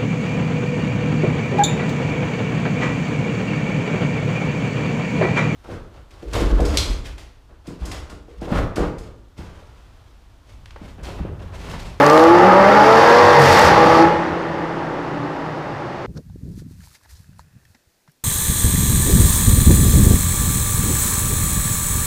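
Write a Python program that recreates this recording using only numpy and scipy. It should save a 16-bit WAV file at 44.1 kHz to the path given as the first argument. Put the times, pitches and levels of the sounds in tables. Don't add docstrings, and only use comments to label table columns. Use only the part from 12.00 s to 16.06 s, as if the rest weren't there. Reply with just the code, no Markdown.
import sys
import numpy as np
from scipy import signal
from scipy.fft import rfft, irfft, next_fast_len
from scipy.io import wavfile
from scipy.ndimage import uniform_filter1d, minimum_filter1d

SR = 44100
rng = np.random.default_rng(int(sys.argv[2]) if len(sys.argv) > 2 else 0)


def persist_wave(psi):
    counts = np.round(np.clip(psi, -1, 1) * 32767).astype(np.int16)
    wavfile.write(sys.argv[1], SR, np.atleast_2d(counts).T)


N = 179158
LEAD = SR // 2
T = np.arange(-LEAD, N) / SR
GRIP_S, SHIFT_S, SHIFT_END_S, LIFT_S = 0.22, 1.386, 1.677, 2.012
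TUNNEL_T60_S, TUNNEL_TREBLE_T60_S = 2.15, 0.21

# f/Hz, level/dB
ROAD_SPECTRUM = [(15, -51), (25, -13), (95, -36), (146, -22), (237, -11.5), (318, -6.5), (344, -3),
                 (394, -5), (475, -16.5), (588, -32), (655, -10.5), (856, -12.5), (1350, -19.5),
                 (1670, -26.5), (15000, -64.5)]
# t/s, level/dB, f/Hz
STONES = [(0.0642, -11, 4800), (0.0985, -8.5, 4500), (0.132, -16, 4640), (0.145, -16, 4630),
          (0.1654, -20, 4360), (0.177, -7.5, 3450), (0.1954, -12, 3530), (0.2389, -13.5, 3530),
          (0.3855, -18, 3680)]
# t/s, f/Hz
BANK_RATE = [(0, 141.2), (.3, 169.3), (.5, 186.7), (.7, 201.8), (1.0, 230.8), (1.15, 240), (1.3, 245.1),
             (1.42, 233.8), (1.61, 223), (1.74, 164), (1.9, 161.9), (2.1, 168.8), (2.7, 164.3),
             (3.3, 158.5), (3.55, 154.6), (3.8, 139.2), (4.06, 129.7)]
# t/s, level/dB
ROAR_LEVEL = [(0, 3), (.13, -0.5), (.28, -1), (.43, 1.2), (1.3, 0)]
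# level/dB, manifold lag/ms
CYLINDERS = [(0, 0.035), (-3, 0.313), (-1, 0.18), (-3, 0.057), (1.5, 0.37), (-28, 0.067), (-14, 0.042),
             (-10, 0.5), (-2, 0.23), (-13.5, 0.045)]
# order, level on throttle/dB, level coasting/dB
DRONE_ORDERS = [(2, -39, -66), (3, -33.5, -59), (4, -39.5, -43)]
# t/s, order, peak level/dB, rise and fall time/s
BOOMS = [(1.27, 2, -27, 0.074), (1.41, 3, -16.5, .045), (1.52, 2, -20.5, .05), (1.65, 2, -20.5, 0.041),
         (2.02, 10, -16.5, .04), (2.035, 25, -10.5, 0.045), (3.22, 4, -32.5, 0.1), (3.25, 9, -31, .1)]
# f/Hz, level/dB
CRACKLE_SPECTRUM = [(1500, 0), (3000, -8.5), (5000, -1), (7500, -5), (10000, -11.5), (13000, -12.5),
                    (15500, -22)]
# f/Hz, level/dB
RASP_SPECTRUM = [(1180, -6.5), (2000, -4.5), (2480, -9.5), (3230, -11.5), (3610, -9), (3970, -12.5),
                 (4400, -9.5), (5220, -12.5), (6040, -17), (8440, -29.5), (12900, -34.5), (15500, -45)]
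# f/Hz, level/dB
GAS_SPECTRUM = [(200, -12.5), (300, -10), (400, -4), (500, -0.5), (590, 1), (700, -9.5), (850, 0.5),
                (1030, -7.5), (1200, -6.5), (1550, -9.5), (1850, -10), (2300, -21), (2800, -20.5)]
# f/Hz, width/Hz, level/dB
PIPE_MODES = [(504, 37, -4), (573.5, 38, -1.5), (834, 58, 1), (887, 77, -8), (1163, 59, 1), (1318, 84, -4),
              (1550, 220, -21), (1865, 243, -9.5), (2060, 150, -18.5)]
# order, level/dB
SNARL_ORDERS = [(7, 3.5), (12, -16), (13, -17), (14, -21.5), (17, -31), (18, -19), (22, -10.5), (23, -24),
                (24, -17.5), (28, -17), (29, -18), (30, -21.5), (33, -10), (35, -14), (36, -17), (38, -23),
                (39, -12), (43, -20.5), (50, -27), (53, -20.5)]
# f/Hz, half width/Hz, level/dB
HOWLS = [(145, 20, -30), (192.8, 13, -19.5), (290, 13, -19.5), (336.5, 17.4, -8.5), (454.5, 16, -14.5),
         (485.3, 13, -20), (595, 51, -18.5), (657, 18, -24.5), (838, 56, -14.5), (949.5, 25, -19),
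         (1180.3, 30, -35)]
# order, level in first gear/dB, level in second/dB, level coasting/dB
NOTE_ORDERS = [(5, 0, 4, -7.5), (9, -18, -11, -19.5), (10, 0.5, -8.5, -26.5), (15, 2, 0, -27),
               (20, -.5, -9, -28), (25, -1.5, -1, -31)]


def undb(db):
    return 10 ** (np.asarray(db) / 20)


def unit(x):
    return x / np.sqrt(np.mean(x ** 2))


def curve(table):
    return np.interp(T, *np.transpose(table))


def ramp(start_s, length_s):
    return np.clip((T - start_s) / length_s, 0, 1)


def shifting(attack_s, release_s):
    return ramp(SHIFT_S, attack_s) - ramp(SHIFT_END_S, release_s)


def coasting(fall_s):
    return 1 - np.exp(-np.maximum(T - LIFT_S, 0) / fall_s)


def lift_off(step_db, fall_s, fade_db_per_s):
    return step_db * coasting(fall_s) + fade_db_per_s * np.maximum(T - LIFT_S, 0)


def noise():
    return rng.standard_normal(len(T))


def wander(rate_hz):
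    hold = int(SR / rate_hz)
    steps = np.repeat(rng.standard_normal(len(T) // hold + 1), hold)
    return unit(uniform_filter1d(uniform_filter1d(steps, hold), hold)[:len(T)])


def colour(x, spectrum):
    hz, db = np.transpose(spectrum)
    size = next_fast_len(len(x) + 8192)
    f = np.maximum(np.fft.rfftfreq(size, 1 / SR), 1)
    octaves_beyond = np.abs(np.log2(f / np.clip(f, hz[0], hz[-1])))
    gain = undb(np.interp(np.log(f), np.log(hz), db) - 30 * octaves_beyond)
    return irfft(rfft(x, size) * gain, size)[:len(x)]


def ring(x, hz, *widths_hz):
    for width in widths_hz:
        x = signal.lfilter(*signal.iirpeak(hz, hz / width, fs=SR), x)
    return x


def resonance(modes, hz):
    return sum(undb(db) / (1 + ((hz - centre) / width) ** 2) for centre, width, db in modes)


def partial(turns, db, waver_db, smear_rad):
    phase = 2 * np.pi * (turns + rng.random()) + smear_rad * wander(30.07)
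    return np.sqrt(2) * undb(db + waver_db * wander(25.32)) * np.sin(phase)


def tunnel(x, early_db, tail_db, early_t60_s=0.46):
    t = np.arange(2 * SR) / SR
    spray, low, high = rng.standard_normal((3, len(t))) * (t > .006)
    early_fade, tail_fade, treble_fade = (
        1000 ** (-t / t60) for t60 in (early_t60_s, TUNNEL_T60_S, TUNNEL_TREBLE_T60_S))
    early = undb(early_db) * spray * early_fade / np.linalg.norm(early_fade)
    tail = colour(low, [(40, 18), (1500, 3), (6000, -14)]) * tail_fade + .5 * high * treble_fade
    response = early + undb(tail_db) * tail / np.linalg.norm(tail_fade)
    return unit(x + signal.fftconvolve(x, response)[:len(x)])


def road_wash(level_db=-30, fade_db_per_s=-2):
    wash = unit(colour(noise(), ROAD_SPECTRUM))
    return wash * undb(level_db + fade_db_per_s * np.maximum(T - 3, 0) + 0.096 * wander(6.6))


def top_hiss(level_db=-56):
    hiss = unit(colour(noise(), [(7000, -2), (9000, -1), (11500, 4), (13500, -5), (15500, -9)]))
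    return hiss * undb(level_db + lift_off(step_db=-6, fall_s=.06, fade_db_per_s=-38))


def grit(stones_db=-1, decay_s=0.0017, width_hz=2600, scrub_db=-36, release_s=0.084):
    grains = noise() * undb(1.5 * wander(680))
    scrub = undb(scrub_db) * np.exp(-np.maximum(T - GRIP_S, 0) / release_s)
    out = unit(colour(grains, [(2500, 3), (5000, 5.5), (8000, -4), (15000, -9)])) * scrub
    for at_s, db, hz in STONES:
        crack = noise() * (T >= at_s) * np.exp(-np.abs(T - at_s) / decay_s)
        snap = ring(crack, hz, width_hz, 2 * width_hz)
        out += undb(db + stones_db) * snap / np.abs(snap).max()
    return out


def firings(bank_turns, scatter_db=1, jitter_ms=0.05):
    k = np.arange(int(2 * bank_turns[-1]))
    db, lag_ms = np.array(CYLINDERS)[k % len(CYLINDERS)].T
    jitter, scatter = rng.standard_normal((len(k), 2)).T
    times = np.interp(k / 2, bank_turns, T) + (lag_ms + jitter_ms * jitter) / 1000
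    sizes = undb(db + scatter_db * scatter)
    at = np.clip((times - T[0]) * SR, 0, len(T) - 2)
    i = at.astype(int)
    share = at - i
    return np.bincount(i, sizes * (1 - share), len(T)) + np.bincount(i + 1, sizes * share, len(T))


def puffs(pulses, puff_s, echo_db):
    envelope = signal.lfilter([1], [1, -np.exp(-1 / (puff_s * SR))], pulses)
    return unit(unit(envelope * noise()) + undb(echo_db) * noise())


def boom(cycles, rumble_db=-35, surge_db=-22, rise_s=0.15, fall_s=0.26):
    rumble = unit(colour(noise(), [(35, -7), (55, -12.5), (80, 5), (110, -4.5), (160, 6), (240, -1)]))
    steady = undb(rumble_db + lift_off(step_db=1, fall_s=.2, fade_db_per_s=-3.5))
    surge = undb(surge_db) * np.exp(np.minimum((T - SHIFT_END_S) / rise_s, (SHIFT_END_S - T) / fall_s))
    coast = coasting(fall_s=0.098)
    drone = booms = 0
    for order, on_db, off_db in DRONE_ORDERS:
        drone += partial(order * cycles, on_db + (off_db - on_db) * coast, waver_db=3, smear_rad=0.87)
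    for at_s, order, db, swell_s in BOOMS:
        swell = np.exp(-np.abs(T - at_s) / swell_s)
        booms += swell * partial(order * cycles, db, waver_db=2, smear_rad=0.22)
    return (steady + surge) * rumble + drone * ramp(-0.12, 0.56) + booms


def upshift_crackle(pulses, level_db=-30, spread_db=-5.5):
    bursts = puffs(pulses * undb(spread_db * wander(120)), puff_s=0.0014, echo_db=1)
    crackle = unit(colour(bursts, CRACKLE_SPECTRUM))
    return crackle * undb(level_db) * shifting(attack_s=0.01, release_s=0.024)


def tailpipe_rasp(pulses, level_db=-29.5, open_db=6.5, shift_db=4, buzz_db=-5, second_gear_db=-2):
    buzz = undb(buzz_db) * tunnel(unit(pulses), early_db=8, tail_db=0.5, early_t60_s=0.1)
    bright = unit(colour(puffs(pulses, puff_s=0.0011, echo_db=4) + buzz, RASP_SPECTRUM))
    hiss = colour(noise(), RASP_SPECTRUM)
    dull = unit(colour(hiss, [(2000, 0.5), (5000, -4), (8000, -3), (11000, -10), (15000, -18)]))
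    db = (level_db + open_db * ramp(0.59, 0.38)
          + shift_db * shifting(attack_s=0.12, release_s=0.054)
          + second_gear_db * ramp(SHIFT_END_S, 0.12)
          + lift_off(step_db=-21, fall_s=0.19, fade_db_per_s=-0.4))
    coast = coasting(fall_s=0.077)
    return undb(db) * ((1 - coast) * bright + coast * dull)


def singing_resonance(pulses, hz=836, width_hz=14, level_db=-24, second_gear_db=3):
    tone = unit(ring(pulses, hz, width_hz, 2 * width_hz))
    tone /= np.sqrt(uniform_filter1d(tone ** 2, size=8001) + .01)
    db = (level_db + second_gear_db * ramp(SHIFT_S, 0.48)
          + lift_off(step_db=-13.5, fall_s=.2, fade_db_per_s=-11))
    return tone * ramp(0, 0.58) * undb(db)


def snarl(cycles, cycle_hz, level_db=-12.5, revs_db_per_octave=8, shift_db=-17, follow_roar=0.68):
    out = 0
    for order, db in SNARL_ORDERS:
        tone = partial(order * cycles, db + 3 * wander(7.22), waver_db=3, smear_rad=0.43)
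        out += resonance(PIPE_MODES, order * cycle_hz) * tone
    drive_db = (level_db + follow_roar * curve(ROAR_LEVEL)
                + revs_db_per_octave * np.log2(cycle_hz / cycle_hz.mean())
                + shift_db * shifting(attack_s=0.23, release_s=0.19)
                + lift_off(step_db=-30, fall_s=0.27, fade_db_per_s=-4.5))
    return out * undb(drive_db)


def exhaust_roar(pulses, level_db=-10, pipe_db=-8, gas_db=-4, shift_db=3, coast_pipe_db=-4):
    pipes = sum(undb(db) * ring(pulses, hz, 2 * width, 2 * width) for hz, width, db in PIPE_MODES)
    pipes = tunnel(pipes, early_db=3, tail_db=-4.5)
    pipes *= undb(pipe_db + coast_pipe_db * coasting(fall_s=0.46))
    gas = unit(colour(puffs(pulses, puff_s=0.0019, echo_db=3.5), GAS_SPECTRUM))
    db = (level_db + curve(ROAR_LEVEL)
          + shift_db * shifting(attack_s=0.17, release_s=0.26)
          + lift_off(step_db=-12, fall_s=0.2, fade_db_per_s=-3))
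    return undb(db) * (pipes + undb(gas_db) * gas)


def engine_note(cycles, cycle_hz, level_db=-1, hang_db=-12, shift_db=-12, build_s=0.0099):
    drive_db = level_db + shift_db * shifting(attack_s=0.29, release_s=0.19)
    second_gear = ramp(SHIFT_S, SHIFT_END_S - SHIFT_S)
    coast = coasting(fall_s=0.13)
    late_hz = np.interp(T - build_s, T, cycle_hz)
    direct = 0
    for order, first_db, second_db, coast_db in NOTE_ORDERS:
        gear_db = (1 - second_gear) * first_db + second_gear * second_db
        db = drive_db + (1 - coast) * gear_db + coast * coast_db
        tone = partial(order * cycles, db, waver_db=2.5, smear_rad=0.51)
        direct += resonance(HOWLS, order * late_hz) * tone
    hang = tunnel(direct, early_db=16.5, tail_db=13.5)
    return direct + undb(hang_db) * direct.std() * hang


def scene():
    bank_hz = uniform_filter1d(curve(BANK_RATE), size=2001)
    bank_turns = np.cumsum(bank_hz) / SR
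    per_bank = len(CYLINDERS) / 2
    cycles, cycle_hz = bank_turns / per_bank, bank_hz / per_bank
    pulses = firings(bank_turns)
    tones = engine_note(cycles, cycle_hz) + snarl(cycles, cycle_hz) + boom(cycles)
    exhaust = exhaust_roar(pulses) + singing_resonance(pulses)
    exhaust += tailpipe_rasp(pulses) + upshift_crackle(pulses)
    return (tones + exhaust + grit() + top_hiss() + road_wash())[None, LEAD:]


def record(dry, top_hz=15650):
    needed_gain = np.minimum(1, 1 / (np.abs(dry) + 1e-9))
    gain = uniform_filter1d(minimum_filter1d(needed_gain, size=129), size=129)
    low_pass = signal.ellip(10, .2, 80, top_hz, fs=SR, output="sos")
    return signal.sosfilt(low_pass, dry * gain)


dry = scene()
out = record(dry)
persist_wave(out)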